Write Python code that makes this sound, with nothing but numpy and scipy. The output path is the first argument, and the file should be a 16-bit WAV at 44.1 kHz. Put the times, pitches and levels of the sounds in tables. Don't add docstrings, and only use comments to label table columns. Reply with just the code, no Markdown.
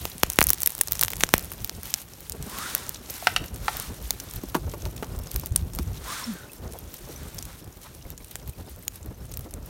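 import sys
import numpy as np
from scipy import signal
from scipy.fft import rfft, irfft, next_fast_len
from scipy.io import wavfile
from scipy.ndimage import uniform_filter1d, map_coordinates

SR = 44100
rng = np.random.default_rng(int(sys.argv[2]) if len(sys.argv) > 2 else 0)


def generate_wav(signal):
    frames = np.transpose(np.atleast_2d(signal))
    scaled = np.clip(frames, -1, 1) * 32767
    pcm = np.round(scaled).astype(np.int16)
    wavfile.write(sys.argv[1], SR, pcm)


N = 427329
TIME = np.arange(N) / SR
TOP_HZ = 16200

GLOW_DB, COOL_DB_PER_S, JET_EDGE_S = -46.5, 0.92, 0.013
SPELL_S, SPELL_HALF_S, SPELL_RATE_HZ, CALM_RATE_HZ = 0.88, 0.52, 60, 9
SPELL_T60_S, WALLS_T60_S = 0.0013, 0.016

# start_s, end_s, rise_db
GAS_JETS = [(0.903, 1.36, 2.5), (1.843, 2.032, 6.5), (2.49, 2.88, 5), (3.086, 3.358, 7),
            (3.627, 3.904, 4.5), (4.25, 4.42, 1), (5.154, 5.498, 1.5), (6.75, 7.6, 2.5)]
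# freq_hz, gain_db
FIZZ_SPECTRUM = [(200, -42), (800, 3), (1500, 1.5), (2800, 2), (6000, -1.5), (9500, -1.5), (12000, 0.5),
                 (16000, -5)]
# time_s, level_db
WIND_LEVEL = [(0.0, -41), (0.35, -40.5), (0.8, -47), (1.17, -34.5), (1.45, -42.5), (2.3, -42), (2.6, -44.5),
              (3.6, -36.5), (4.22, -43.5), (4.6, -33.5), (5.25, -37), (5.9, -28), (6.03, -43), (6.6, -46.5),
              (7.35, -39), (8.0, -45.5), (9.4, -36), (9.69, -43)]
# time_s, level_db
LAPPING_LEVEL = [(0.0, -50.5), (0.54, -51.5), (0.86, -54.5), (1.13, -48.5), (2.24, -54), (2.56, -46.5),
                 (3.13, -51), (3.34, -47), (4.29, -52), (4.61, -47.5), (7.47, -50.5), (7.85, -54.5),
                 (8.91, -52), (9.69, -49.5)]
# freq_hz, gain_db
RUMBLE_SPECTRUM = [(15, -30), (25, -39), (40, -0.5), (62, -1.5), (100, -4.5), (160, -9.5), (260, -29.5),
                   (600, -41), (2000, -75)]
# freq_hz, gain_db
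FLUTTER_SPECTRUM = [(60, -39), (160, 3), (250, 1), (400, -1), (600, -5), (900, -11), (1500, -16),
                    (3000, -33), (9000, -38)]
# start_s, level_db, ring_hz, t60_s, body_db
COAL_CRACKS = [(0.0538, -31.5, 13900, 0.0057, 20), (0.301, -24, 6000, 0.00074, 0),
               (0.334, -34, 9700, 0.0026, -13), (0.4078, -18.5, 13900, 0.0026, 8),
               (0.4275, -17, 13200, 0.0015, -9), (0.4406, -19, 12400, 0.0014, 4),
               (0.4692, -17.5, 12000, 0.0015, -12), (0.488, -25, 11800, 0.024, -5),
               (0.4932, -22, 13000, 0.0019, -1), (0.5036, -8, 12300, 0.002, 6),
               (0.533, -18, 11400, 0.0011, -14), (0.6196, -28.5, 6800, 0.002, -6),
               (0.6329, -20.5, 12500, 0.0032, -18), (0.661, -18, 11400, 0.0054, -14),
               (0.6738, -15.5, 12500, 0.0053, -12), (0.8118, -13.5, 10600, 0.012, 0),
               (0.8735, -36, 7900, 0.01, -15), (0.9212, -19.5, 13600, 0.013, -14),
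               (0.9534, -36.5, 6400, 0.003, 12), (0.994, -27, 6300, 0.0018, -3),
               (1.0121, -17.5, 11700, 0.0056, -29), (1.0171, -26, 9000, 0.0016, 1),
               (1.0279, -28, 2130, 0.0041, 6), (1.0345, -15.5, 15400, 0.0032, -3),
               (1.0485, -30, 6000, 0.002, 14), (1.0823, -31.5, 2900, 0.003, 10.5),
               (1.104, -32, 14200, 0.0016, 5), (1.134, -33.5, 2200, 0.0068, 8.5),
               (1.2077, -27, 2320, 0.027, 4.5), (1.2905, -34, 6460, 0.0048, 14),
               (1.3459, -35, 11600, 0.002, 10), (1.3808, -25.5, 14700, 0.0018, -3),
               (1.5187, -35, 13900, 0.0046, 8.5), (1.6463, -26, 14500, 0.00086, -19),
               (1.6955, -29.5, 5950, 0.00089, 9), (1.8328, -35, 14600, 0.0022, 5),
               (1.9407, -19, 6600, 0.0021, -26), (2.2974, -30.5, 13400, 0.0023, 2),
               (2.3212, -33.5, 6900, 0.0057, 3), (2.426, -36.5, 7850, 0.02, -7),
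               (2.5863, -34.5, 14500, 0.0089, 14), (2.75, -19.5, 11300, 0.009, -2),
               (2.8933, -27.5, 15700, 0.003, -15), (3.7692, -31, 13700, 0.012, -12),
               (3.7993, -29.5, 10900, 0.0082, -6), (4.1068, -23, 4420, 0.014, 3),
               (4.1069, -24, 12000, 0.0043, -4), (4.2005, -33, 6140, 0.023, -3),
               (4.3375, -38, 14900, 0.0027, 7), (4.8542, -37, 2980, 0.0048, -13),
               (5.1897, -40, 14600, 0.022, -10), (5.3154, -34, 11600, 0.006, -17),
               (5.3429, -39, 8800, 0.018, -11), (5.361, -27, 13600, 0.0099, -15),
               (5.3973, -35, 13000, 0.011, -11), (5.4604, -30.5, 14000, 0.00087, -15),
               (5.561, -19, 8200, 0.013, -16), (5.7504, -35, 13900, 0.0012, 6.5),
               (5.7881, -35, 5330, 0.01, 16.5), (6.7886, -40, 12400, 0.009, -13),
               (6.941, -37, 12800, 0.036, -2), (7.3838, -38.5, 5370, 0.023, -13),
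               (7.426, -36, 7640, 0.017, -20), (8.1037, -38, 13300, 0.0048, -16),
               (8.3561, -33, 7250, 0.0069, 9.5), (8.476, -42, 12900, 0.036, -4),
               (8.8804, -26.5, 11000, 0.0026, -24), (8.9575, -42, 9700, 0.014, -11),
               (9.3391, -38, 7340, 0.029, -9), (9.3725, -33, 14700, 0.014, 0),
               (9.5389, -37, 8000, 0.011, -16)]
# start_s, level_db, wave_scale_s
GAS_POPS = [(.2336, 14, 0.000066), (0.388, 17.5, 0.00006), (.4150, 9.5, 0.000093), (1.2361, 12, 0.000045),
            (1.3391, 17.5, 0.000075)]
# freq_hz, t60_s
FOREST_DECAY = [(200, 0.043), (1500, 0.36), (6000, 0.31), (15000, 0.11)]
# centre_s, level_db, pitch_hz, length_s
AIR_PUFFS = [(1.078, -37, 89, 0.024), (1.79, -34, 74.5, 0.017), (2.319, -35.5, 74.5, 0.014),
             (3.281, -44, 104, 0.013), (4.053, -29.0, 58, 0.028), (4.67, -25.0, 80, 0.018),
             (4.865, -31, 73.6, 0.011), (5.178, -22.5, 64.6, 0.011), (5.52, -15.5, 77, 0.0079),
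             (5.822, -22.5, 71, 0.019), (6.732, -35.0, 59, 0.019), (8.06, -29, 59, 0.0084),
             (8.493, -23.5, 81, 0.0053), (8.729, -37, 65, 0.03), (9.088, -35, 81, 0.015),
             (9.392, -24, 78.5, 0.0062)]
# centre_s, level_db, centre_hz
FLAME_FLAPS = [(2.351, -41, 398), (6.753, -41, 475), (7.099, -42, 420), (7.498, -50.5, 970),
               (7.861, -46, 870), (8.06, -49, 534), (8.679, -45, 384), (9.059, -41, 260), (9.469, -41, 385)]
# peak_s, level_db, swell_s, fade_s
SLEEVE_STROKES = [(2.66, -37.5, 0.14, 0.18), (3.29, -47.5, 0.13, 0.06), (3.77, -41.5, 0.11, 0.11),
                  (4.33, -52.5, 0.26, 0.13), (6.12, -36.5, 0.065, 0.17), (7.22, -50, 0.075, 0.12),
                  (7.51, -50.5, 0.047, 0.057), (7.86, -53.5, 0.04, 0.055)]
# freq_hz, gain_db
NYLON_SPECTRUM = [(150, -28), (500, -12), (900, -3), (1400, 1), (2000, -3.5), (2800, -7.5), (3500, -3.5),
                  (6000, -8), (9000, -7.5), (12000, -14), (16000, -18)]
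# time_s, pitch_hz, level_db
WEAVE_GLIDES = [
    [(2.47, 980, -55), (2.59, 1130, -43.5), (2.65, 1400, -41.5), (2.71, 1480, -51), (2.78, 1250, -62)],
    [(6.05, 850, -48), (6.11, 1150, -42), (6.17, 1400, -48), (6.225, 1100, -43.5), (6.27, 950, -66)],
    [(6.33, 1600, -53), (6.41, 1500, -54), (6.47, 1470, -60)],
]
# pitch_ratio, level_db
CLOTH_FOLDS = [(1, 3.5), (1.17, -5), (1.4, -9), (0.87, -12)]
# start_s, level_db, centre_hz
COAL_KNOCKS = [(3.225, -29, 600), (3.271, 1, 1500), (3.363, -5.5, 2150), (3.441, -27, 1420),
               (3.682, -9, 1000), (3.751, -28.5, 400)]
# freq_hz, width_hz, gain_db
FIREBOX_MODES = [(720, 66, 8.5), (830, 170, 5), (1320, 130, 1), (1500, 140, -5), (1810, 67, -7),
                 (2060, 73, -5), (2600, 1400, -1), (3700, 140, -1), (4470, 440, 1.5), (5700, 520, -9)]
# start_s, level_db, centre_hz
FINGER_BUMPS = [(4.436, -21.5, 195), (4.546, -14.5, 1240), (4.550, -11, 1070), (4.553, -13.5, 340),
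                (4.569, -22.5, 302), (4.68, -32.5, 396), (4.738, -21.5, 640), (4.86, -24, 523),
                (5.026, -19.5, 610), (5.031, -21.5, 1300), (5.15, -31, 517), (5.435, -29.5, 700),
                (5.795, -21, 219)]
# freq_hz, width_hz, gain_db
CASING_MODES = [(173, 66, 1), (260, 66, -0.5), (339, 25, 2), (586, 47, -7), (866, 75, -6.5),
                (1130, 45, -13), (1400, 48, -15), (2040, 53, -33)]
# start_s, level_db, pitch_hz, t60_s
FLAKE_PINGS = [(5.561, -3, 9600, 0.0072), (6.2407, -27, 5450, 0.03), (6.495, -43, 2600, 0.06),
               (7.16, -37.5, 6000, 0.043), (7.426, -37, 5850, 0.028), (8.8808, -13, 6820, 0.007)]
# time_s, pitch_hz, level_db
WHOOP_GLIDE = [(6.255, 243, -55), (6.28, 232, -29), (6.3, 229, -26), (6.325, 186, -33), (6.37, 157, -50)]
# freq_hz, gain_db
MIC_RESPONSE = [(4300, 1), (4900, 0), (5400, 2.5), (6700, 2.5), (7700, 1), (9000, 2), (9800, 2),
                (10500, -0.5), (11400, 2.5), (15500, 3.5), (16500, -1.5)]


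def amp(db):
    return 10 ** (np.asarray(db) / 20)


def unit(x):
    return x / np.sqrt(np.mean(x ** 2) + 1e-20)


def along(points, hz):
    f, v = np.transpose(points)
    return np.interp(np.log(hz + 1), np.log(f + 1), v)


def curves(rows):
    s, *cols = np.transpose(rows)
    return [np.interp(TIME, s, c) for c in cols]


def during(rows):
    is_open = (TIME > rows[0][0]) & (TIME < rows[-1][0])
    return uniform_filter1d(1.0 * is_open, size=600)


def wobble(rate_hz):
    coarse = TIME[::16]
    knots = rng.standard_normal(int(N * rate_hz / SR) + 4)
    return np.interp(TIME, coarse, map_coordinates(knots, [coarse * rate_hz]))


def swell(s, length_s):
    return np.exp(-((TIME - s) / length_s) ** 2)


def filtered(x, response):
    m = next_fast_len(len(x) + 2048)
    return irfft(rfft(x, m) * response(np.fft.rfftfreq(m, 1 / SR)), m)[:len(x)]


def coloured(x, spectrum):
    gain = amp(along(spectrum, np.fft.rfftfreq(8192, 1 / SR)))
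    cepstrum = irfft(np.log(gain))
    fold = np.r_[1, np.full(4095, 2), 1, np.zeros(4095)]
    impulse = irfft(np.exp(rfft(cepstrum * fold)))
    return signal.fftconvolve(x, impulse)[:len(x)]


def noise(spectrum):
    return unit(coloured(rng.standard_normal(N), spectrum))


def resonance(f, hz, width_hz):
    return 1j * f * width_hz / (hz * hz - f * f + 1j * f * width_hz)


def add(track, s, sound):
    part = track[max(round(s * SR), 0):][:len(sound)]
    part += sound[:len(part)]


def burst(t, t60_s, spike):
    spray = rng.standard_normal(len(t)) * amp(-60 * t / max(t60_s, 1e-3))
    return spray / np.linalg.norm(spray) + spike * (t == 0)


def glow():
    level_db = GLOW_DB - COOL_DB_PER_S * TIME
    for start, end, rise_db in GAS_JETS:
        opening = np.tanh((TIME - start) / JET_EDGE_S)
        closing = np.tanh((TIME - end) / JET_EDGE_S)
        level_db = level_db + rise_db * (opening - closing) / 2
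    return level_db


def embers(rate_hz=900, spread_db=-1.5, tick_db=-7, hiss_db=-2, spurt_db=12.0):
    chance, size = rng.random(N), rng.exponential(size=N)
    splits = (chance < rate_hz / SR) * amp(spread_db * size)
    decay = np.exp(-1 / (SR * 0.00076))
    spray = signal.lfilter([1], [1, -decay], splits) * rng.standard_normal(N)
    ticks = unit(coloured(spray, FIZZ_SPECTRUM + [(17500, -33)]))
    gas = noise(FIZZ_SPECTRUM + [(17500, -23)])
    pores = np.zeros(N)
    for hz in (3970, 5950, 9000, 13000):
        pores += filtered(gas, lambda f: resonance(f, hz, hz / 3)) * amp(spurt_db * wobble(180))
    hiss = unit(gas + unit(pores)) * amp(3.2 * wobble(25))
    return amp(glow()) * (amp(tick_db) * ticks + amp(hiss_db) * hiss)


def flames(rumble_db=-2.0, flutter_db=1.0):
    (wind_db,), (lapping_db,) = curves(WIND_LEVEL), curves(LAPPING_LEVEL)
    lap = wobble(22)
    rumble = unit(noise(RUMBLE_SPECTRUM) * amp(4.7 * lap))
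    flutter = unit(noise(FLUTTER_SPECTRUM) * amp(2.0 * lap + 2.9 * wobble(70)))
    return amp(wind_db + rumble_db) * rumble + amp(lapping_db + flutter_db) * flutter


def tinkles(count=260, centre_hz=6200, octaves=0.94, t60_s=0.026, level_db=-55, spread_db=3.5):
    out, t = np.zeros(N), np.arange(SR // 20) / SR
    for _ in range(count):
        pitch, life = rng.standard_normal(2)
        size = min(rng.exponential(), 3.5)
        hz = min(centre_hz * 2 ** (octaves * pitch), TOP_HZ)
        ring = np.sin(2 * np.pi * hz * t) * amp(-60 * t / (t60_s * np.exp(0.49 * life)))
        add(out, rng.random() * N / SR, amp(level_db + spread_db * size) * ring)
    return out


def split(t60_s, hz, body_db, ring_cycles=0.9, ring_growth_hz=240, broad_db=-8, walls_db=-19):
    t = np.arange(SR // 25) / SR
    snap = burst(t, t60_s, spike=0.88) + amp(walls_db) * burst(t, WALLS_T60_S, spike=0)
    width_hz = hz / (ring_cycles + ring_growth_hz * t60_s)

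    def coal(f):
        return (resonance(f, hz, width_hz) + amp(broad_db) * resonance(f, 6500, 14000)) * (f < TOP_HZ)

    bright = filtered(snap, coal)
    low = filtered(snap, lambda f: resonance(f, 970, 1570)) * amp(body_db)
    return (bright + low) * np.sqrt(SR / 200) / np.linalg.norm(bright)


def snaps(level_db=-42, fade_db_per_s=0.5, spread_db=3, spell_db=6, centre_hz=11500, octaves=0.59,
          calm_t60_s=0.017, body_db=-15, spell_body_db=11, body_spread_db=4):
    out, spell = np.zeros(N), swell(SPELL_S, SPELL_HALF_S)
    typical_db = level_db - fade_db_per_s * TIME + spell_db * spell
    expected = np.cumsum(CALM_RATE_HZ + SPELL_RATE_HZ * spell) / SR
    traits = np.clip(rng.standard_normal((400, 4)), -2, 2)
    for k, (size, pitch, life, body) in enumerate(traits):
        i = np.searchsorted(expected, k + rng.uniform(0, 2))
        if i < N:
            typical_t60_s = calm_t60_s * (SPELL_T60_S / calm_t60_s) ** np.sqrt(spell[i])
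            hz = min(centre_hz * 2 ** (octaves * pitch), TOP_HZ)
            low_db = body_db + spell_body_db * spell[i] + body_spread_db * body
            snap = split(typical_t60_s * np.exp(life / 2), hz, low_db)
            add(out, i / SR, amp(typical_db[i] + spread_db * size) * snap)
    return out


def splinters(count=5, spread_s=0.039, below_db=-26.5, scatter_db=3, t60_s=0.0018, parent_db=-30):
    out, t = np.zeros(N), np.arange(SR // 100) / SR
    for s, db, *_ in COAL_CRACKS:
        if db <= parent_db:
            continue
        for when, size in rng.standard_normal((count, 2)):
            level_db = min(db, -23) + below_db + scatter_db * np.clip(size, -2, 1.5)
            snap = np.sqrt(SR / 200) * burst(t, t60_s, spike=0.31)
            add(out, s + spread_s * when, amp(level_db) * snap)
    return coloured(out, FIZZ_SPECTRUM + [(17500, -24)])


def cracks(body_trim_db=-9):
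    out = np.zeros(N)
    for s, db, hz, t60_s, body_db in COAL_CRACKS:
        add(out, s, amp(db) * split(t60_s, hz, body_db + body_trim_db))
    return out


def pops(fade_s=0.075, spray_db=-3):
    out, t = np.zeros(N), np.arange(SR // 25) / SR
    for s, db, scale_s in GAS_POPS:
        age = 1 + t / scale_s
        blast = -np.sin(3.35 * np.log(age)) / age * np.exp(-t / fade_s)
        spray = burst(t, .0045, spike=0) + .15 * burst(t, .025, spike=0)
        add(out, s, amp(db) * (blast + amp(spray_db) * spray))
    return out


def forest(x):
    hz, t, z = signal.stft(rng.standard_normal(SR // 2), SR, nperseg=256)
    decay = amp(-60 * t / along(FOREST_DECAY, hz)[:, None])
    tail = signal.istft(z * decay, SR, nperseg=256)[1]
    delayed = np.pad(x, (300, 0))
    return signal.fftconvolve(delayed, tail / np.linalg.norm(tail))[:N]


def puffs(trim_db=-2):
    out, t = np.zeros(N), np.arange(-SR // 10, SR // 10) / SR
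    for s, db, hz, length_s in AIR_PUFFS:
        swing = np.sin(2 * np.pi * (hz * t + rng.random()))
        add(out, s + t[0], amp(db + trim_db) * np.exp(-(t / length_s) ** 2) * swing)
    return out


def flaps(trim_db=-1, length_s=0.015):
    out, t = np.zeros(N), np.arange(-SR // 20, SR // 20) / SR
    for s, db, hz in FLAME_FLAPS:
        puff = unit(filtered(rng.standard_normal(len(t)), lambda f: resonance(f, hz, hz) ** 2))
        add(out, s + t[0], amp(db + trim_db) * puff * np.exp(-(t / length_s) ** 2))
    return out


def sleeve(sing_db=-2, blur_hz=60):
    rub = np.zeros(N)
    for s, db, rise_s, fade_s in SLEEVE_STROKES:
        away = np.maximum((s - TIME) / rise_s, (TIME - s) / fade_s)
        rub += amp(db) * np.exp(2 * (1 - np.hypot(1, away)))
    out = rub * unit(noise(NYLON_SPECTRUM) * amp(0.47 * wobble(90)))
    hz, sing = np.zeros(N), np.zeros(N)
    for glide in WEAVE_GLIDES:
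        gate = during(glide)
        glide_hz, glide_db = curves(glide)
        hz += gate * glide_hz
        sing += gate * amp(glide_db + sing_db)
    for ratio, db in CLOTH_FOLDS:
        phase = 2 * np.pi * np.cumsum(ratio * hz + blur_hz * wobble(500)) / SR
        out += sing * amp(db) * unit(np.sin(phase) * amp(4.3 * wobble(200)))
    return out


def blows(table, modes, contact_t60_s, rattle, rattle_t60_s, direct, breadth, grit_db):
    out, t = np.zeros(N), np.arange(SR // 5) / SR

    def body(f):
        return sum(amp(g) * resonance(f, c, w) for c, w, g in modes) + direct

    for s, db, hz in table:
        blow = burst(t, contact_t60_s, spike=1.0) + rattle * burst(t, rattle_t60_s, spike=0)
        ring = filtered(blow, lambda f: body(f) * resonance(f, hz, breadth * hz) + amp(grit_db))
        add(out, s, amp(db) * ring / np.abs(ring).max())
    return out


def knocks():
    return blows(COAL_KNOCKS, FIREBOX_MODES, contact_t60_s=0.01, rattle=0.88, rattle_t60_s=0.044,
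                 direct=0.64, breadth=0.85, grit_db=-43)


def bumps():
    return blows(FINGER_BUMPS, CASING_MODES, contact_t60_s=0.021, rattle=1.0, rattle_t60_s=0.067,
                 direct=0.19, breadth=0.77, grit_db=-35)


def pings(attack_s=0.00027):
    out, t = np.zeros(N), np.arange(SR // 12) / SR
    for s, db, hz, t60_s in FLAKE_PINGS:
        envelope = amp(db - 60 * t / t60_s) * (1 - np.exp(-t / attack_s))
        add(out, s, envelope * np.sin(2 * np.pi * hz * t))
    return out


def whoop():
    hz, db = curves(WHOOP_GLIDE)
    return during(WHOOP_GLIDE) * amp(db) * np.sin(2 * np.pi * np.cumsum(hz) / SR)


def scene():
    fire = embers() + flames()
    crackle = tinkles() + snaps() + splinters() + cracks() + pops() + pings()
    knocking = knocks()
    echo = forest(amp(-33) * crackle + amp(-18) * knocking)
    air = puffs() + flaps()
    person = sleeve() + bumps()
    return (fire + crackle + air + person + knocking + whoop() + echo)[None]


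def record(dry):
    clipped = np.clip(coloured(dry[0], MIC_RESPONSE), -1, 1)
    return filtered(clipped, lambda hz: hz < TOP_HZ)[None]


dry = scene()
out = record(dry)
generate_wav(out)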